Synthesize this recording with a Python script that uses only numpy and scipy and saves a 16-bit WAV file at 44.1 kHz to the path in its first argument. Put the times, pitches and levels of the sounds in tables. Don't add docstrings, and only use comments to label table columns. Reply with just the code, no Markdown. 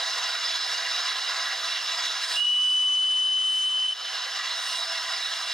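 import sys
import numpy as np
from scipy import signal
from scipy.fft import rfft, irfft
from scipy.io import wavfile
from scipy.ndimage import uniform_filter1d

SR = 44100
rng = np.random.default_rng(int(sys.argv[2]) if len(sys.argv) > 2 else 0)


def natural_amplitude(level_db):
    exponent = np.asarray(level_db, float) / 20
    return 10 ** exponent


def to_wav(sig):
    pcm = np.clip(np.atleast_2d(sig), -1, 1) * 32767
    pcm = np.round(pcm).astype(np.int16)
    wavfile.write(sys.argv[1], SR, pcm.T)


N = 243873
LONG = 2 ** 18

# (time [s], tone level [dB], left over right [dB])
NOTE = [
    (2.345, -37, 2),
    (2.365, -22, -2),
    (2.42, -13.5, -9.5),
    (2.47, -9.5, 5),
    (2.62, -8.5, -3),
    (2.8, -7, 1.5),
    (3.3, -8.5, 2),
    (3.89, -12, 0),
    (3.931, -15.5, 2),
]


def whistle():
    # (multiple of the note, level under the tone [dB], left over right [dB], extra level while cold [dB])
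    overtones = [
        (2, -29.5, 14.5, -3),
        (3, -29.5, -5, -19),
        (5, -53, 0, -7),
    ]
    leads_rad, flickers_db = (4.3, 0, .6), (4.5, 2.6, 2.5)
    # (time [s], level [dB], half width [s])
    falters = [
        (2.352, -7.5, .006),
        (2.365, -20, 0.00094),
        (2.401, -7.5, 0.0035),
        (2.44, -4, 0.0054),
        (2.463, -8, 0.0036),
        (3.871, -7.5, 0.0032),
        (3.878, -10, 0.0026),
        (3.917, -10, 0.004),
    ]
    warm_hz, cold_hz, warm_s = 3041.6, 134.2, .45
    catch_hz, catch_s = 190, .025
    shut_s, shut_sag_hz = .012, 170
    bloom_s = .2

    t = np.arange(N) / SR
    start, end = NOTE[0][0], NOTE[-1][0]
    since = np.maximum(t - start, 0)
    shut = np.clip((t - end) / shut_s, 0, 1)
    on = np.clip(np.minimum(since, end + shut_s - t) / 0.0065, 0, 1)
    falter_db = sum(db * np.exp(-((t - s) / w) ** 2) for s, db, w in falters)

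    hz = warm_hz - cold_hz * np.exp(-since / warm_s)
    hz = hz - catch_hz * np.exp(-since / catch_s) - shut_sag_hz * shut
    hz = hz + 7.6 * drift(0.0044) + 2.61 * drift(0.0207)
    turn = 2 * np.pi * np.cumsum(hz) / SR

    side = np.array([[.5], [-.5]])
    tone_db = steam_db() + curve(NOTE, column=2) * side + 0.52 * drift(0.0057)
    tone = np.cos(turn - 0.19 * side) * natural_amplitude(tone_db)
    for (multiple, db, left_db, cold_db), lead, flicker_db in zip(overtones, leads_rad, flickers_db):
        level_db = steam_db() + db + cold_db * np.exp(-since / bloom_s)
        level_db = level_db + left_db * side + flicker_db * drift(0.016)
        tone = tone + np.cos(round(multiple) * turn + lead * side) * natural_amplitude(level_db)
    return np.sqrt(2) * on * natural_amplitude(falter_db) * tone


def steam_db():
    shut_db_per_s = 900
    t = np.arange(N) / SR
    outside = np.maximum(np.maximum(NOTE[0][0] - t, t - NOTE[-1][0]), 0)
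    return np.maximum(curve(NOTE, column=1) - shut_db_per_s * outside, -120)


def valve(hz):
    # (frequency [Hz], level [dB])
    jet_colour = [(300, -44), (1000, -16), (3000, -6.5), (6000, -6), (9000, 0.5), (10500, -8.5),
                  (11500, -14.5), (13000, -13.5), (15700, -20)]
    # (frequency [Hz], width [Hz], level [dB])
    bell = [(646, 250, -43), (1148, 178, -30), (1940, 160, -41), (2720, 150, -27.5), (3063, 304, -22.5),
            (3880, 570, -34), (4970, 240, -30), (6210, 560, -37), (7050, 250, -48), (7860, 92, -37.5),
            (8760, 570, -43.5), (9870, 900, -45)]
    # (frequency [Hz], likeness [0-1], left over right [dB], phase the left leads by [rad])
    high_place = [(400, 0.97, -1, 0.5), (2500, .998, 1, 0), (3000, 1, 2, 1.5), (3600, 0.83, -1, -0.5),
                  (5230, 0.95, 1, 1), (5670, 0.67, 1.5, 4), (6220, 0.68, 5.5, 2), (7240, 0.55, 2.5, -1.5),
                  (7660, 0.97, -1, -0.5), (10300, 0.95, -3, 0.5), (11200, .25, -7, -3), (12000, .6, -2, 1),
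                  (14200, .6, 0, -5)]
    breath_db, spill_db = -15.5, -31.5

    jet = turbulence(natural_amplitude(read(jet_colour, hz)), 1.2, 0.92, high_place)
    low_cut = 1 / (1 + (450 / (hz + 1)) ** 4)
    breath = turbulence(low_cut * peaks(bell, hz, steep=1.59), 0.94, 0.43, high_place)
    spill = natural_amplitude(steam_db() + spill_db + 1.2 * drift(.05))
    breath_level = natural_amplitude(steam_db() + breath_db + 0.52 * drift(0.052))
    return (puffs() + spill) * jet + breath_level * breath


def puffs():
    # (start [s], rise [s], peak level [dB], fall [dB per s], settling level [dB])
    puff_times = [
        (2.17, 0.2, -39.5, 300, -90),
        (2.62, .08, -38, 111, -91),
        (3.36, 0.23, -32.5, 130, -90),
        (4.52, 0.16, -41.5, 40, -51),
    ]
    t, level = np.arange(N) / SR, 0
    for start, rise, peak_db, fall_db, rest_db in puff_times:
        swell = np.clip((t - start) / rise, 0, 1) ** 0.94
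        sinking_db = peak_db - fall_db * np.maximum(t - start - rise, 0)
        level = level + swell * natural_amplitude(np.maximum(sinking_db, rest_db))
    return level


def leak(hz):
    # (frequency [Hz], level [dB per Hz])
    hiss = [(30, -63), (180, -64.5), (400, -38.5), (600, -24), (900, -28.5), (1100, -11.5), (2000, -12.5),
            (2500, -18.5), (3100, -12), (4500, -8.5), (5800, -12.5), (7300, -25), (11500, -35),
            (15700, -46)]
    # (frequency [Hz], width [Hz], level
    # [dB])
    pipes = [(226.6, 33, -32.5), (310, 33, -39), (373, 39, -31.5), (452.4, 31, -21.5), (514, 67, -18.5),
             (666, 27.5, -6), (728, 44, -10), (775.5, 28, -7), (865, 17, -13), (1008.4, 103, -4.5),
             (1190, 58, -10), (1287, 46, -5), (1429, 83, -5), (1550, 31, -6), (1652, 76, -3),
             (1723, 37, -7.5), (1925, 86, -2.5), (2033, 60, -7.5), (2128, 51, -7), (2343, 150, -12),
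             (2718, 83, -5.5), (2855, 90, -0.5),
             (3418, 103, -2.5), (3830, 183, 2), (4147, 54, -1.5), (5030, 44, -27), (4980, 110, -0.5),
               (5288, 156, -1.5), (6333, 54, -10), (6655, 220, -17.5), (7640, 184, -16.5),
               (9370, 230, -27.5), (10340, 880, -32), (12600, 900, -32.5)]
    # (frequency [Hz], likeness [0-1], left over right [dB], phase the left leads by [rad])
    low_place = [(60, .7, 2, 3), (300, 1, -3, 0), (1200, 0.99, -1.3, 0), (2400, 0.96, -2, 0),
                 (3080, 0.93, -4, 0), (3700, 1, -3.5, 0.57), (5560, 0.98, -1, .5), (6130, 0.7, 1.5, 1.93),
                 (6310, 0.9, 8, 0.1), (7550, 0.8, 5, -1.5), (8500, 0.5, 1, -0.5), (10500, .7, -9.5, -1.1),
                 (11400, .2, -4, 3), (12600, .7, 0.5, -3.5), (14000, .25, -2.5, 3.5)]
    colour = np.hypot(natural_amplitude(read(hiss, hz)), peaks(pipes, hz, steep=1.97))
    return natural_amplitude(-28) * turbulence(colour, 1.53, 0.93, low_place)


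def hillside(x):
    # (delay [s], level [dB])
    banks = [
        (0.199, -30.5),
        (.31, -29.5),
        (.435, -29),
    ]
    near_s, far_s = .03, .45
    hill_db, fall_db_per_s, beyond_db = -34.5, 25, -7
    delay = np.arange(SR) / SR
    db = hill_db - fall_db_per_s * delay + beyond_db * (delay > far_s)
    onset = np.minimum(delay / near_s, 1) ** 3
    taps = onset * natural_amplitude(db - 31.0) * rng.standard_normal((2, SR))
    for s, echo_db in banks:
        taps[:, round(s * SR)] += natural_amplitude(echo_db)
    taps = signal.lfilter(*signal.butter(1, 5500, fs=SR), taps + 0.32 * taps[::-1])
    return signal.fftconvolve(x, taps, axes=1)[:, :N]


def turbulence(colour, patchy_db, gust_db, place):
    hop, frame = 256, 1024
    frames, hz = N // hop + 6, np.fft.rfftfreq(frame, 1 / SR)
    a, b, c, d, patches, strands = rng.standard_normal((frames, len(hz), 6)).T
    strands = evened(uniform_filter1d(uniform_filter1d(strands, size=5, axis=0), size=24, axis=1))
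    patches = evened(uniform_filter1d(uniform_filter1d(patches, size=14, axis=0), size=10, axis=1))
    gusts = evened(uniform_filter1d(rng.standard_normal(frames), size=5))

    same, lean_db, lead = (read(place, hz, column=k)[:, None] for k in (1, 2, 3))
    same = np.clip(same, 0, 1)
    left = a + 1j * b
    right = (same * left + np.sqrt(1 - same ** 2) * (c + 1j * d)) * np.exp(-1j * lead)
    ports = np.array([left * natural_amplitude(lean_db / 2), right * natural_amplitude(-lean_db / 2)])
    ports = ports * natural_amplitude(patchy_db * (patches + 0.68 * strands) + gust_db * gusts)
    white = signal.istft(ports, nperseg=frame, noverlap=frame - hop)[1][:, :N]
    return evened(irfft(rfft(white, LONG) * colour, LONG)[:, :N])


def peaks(modes, hz, steep):
    return np.sqrt(sum(natural_amplitude(2 * db) / (1 + (2 * (hz - f) / w) ** 2) ** steep for f, w, db in modes))


def drift(seconds):
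    size = max(round(seconds * SR), 1)
    return evened(uniform_filter1d(uniform_filter1d(rng.standard_normal(N), size), size))


def evened(x):
    return x / np.sqrt(np.mean(abs(x) ** 2) + 1e-20)


def read(points, hz, column=1):
    points = np.array(points)
    return np.interp(np.log(hz + 1), np.log(points[:, 0] + 1), points[:, column])


def curve(rows, column):
    rows = np.array(rows)
    return np.interp(np.arange(N) / SR, rows[:, 0], rows[:, column])


def gain_control(x):
    knee_db, squeeze, memory = -26, 0.78, 0.54
    grab_s, let_go_s, memory_s = 0.0023, .09, 5.4
    step = 64
    power = abs(uniform_filter1d((x ** 2).mean(0), size=441)[::step])
    over_db = squeeze * np.maximum(10 * np.log10(power + 1e-12) - knee_db, 0)
    grab, let_go, forget = 1 - np.exp(-step / SR / np.array([grab_s, let_go_s, memory_s]))
    cut_db, now = np.zeros(len(over_db)), 0.
    for i, want in enumerate(over_db):
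        now += (want - now) * (grab if want > now else let_go)
        cut_db[i] = now
    cut_db = cut_db + memory * signal.lfilter([forget], [1, forget - 1], cut_db)
    return x * natural_amplitude(-np.interp(np.arange(N), np.arange(len(cut_db)) * step, cut_db))


def scene():
    hz = np.fft.rfftfreq(LONG, 1 / SR)
    blast = whistle() + valve(hz)
    return leak(hz) + blast + hillside(blast)


def low_pass(x):
    return signal.sosfilt(signal.butter(12, 16200, fs=SR, output="sos"), x)


def record(dry):
    port_mix = np.array([[1, .45], [.45, 1]])
    preamp = natural_amplitude(-68) * port_mix @ rng.standard_normal(dry.shape)
    x = gain_control(dry) + preamp
    band_limit = signal.firwin(1023, 15750, window=("kaiser", 9), fs=SR)  # low-pass, Hz
    x = signal.oaconvolve(x, band_limit[None], "same")
    return low_pass(x)


dry = scene()
out = record(dry)
to_wav(out)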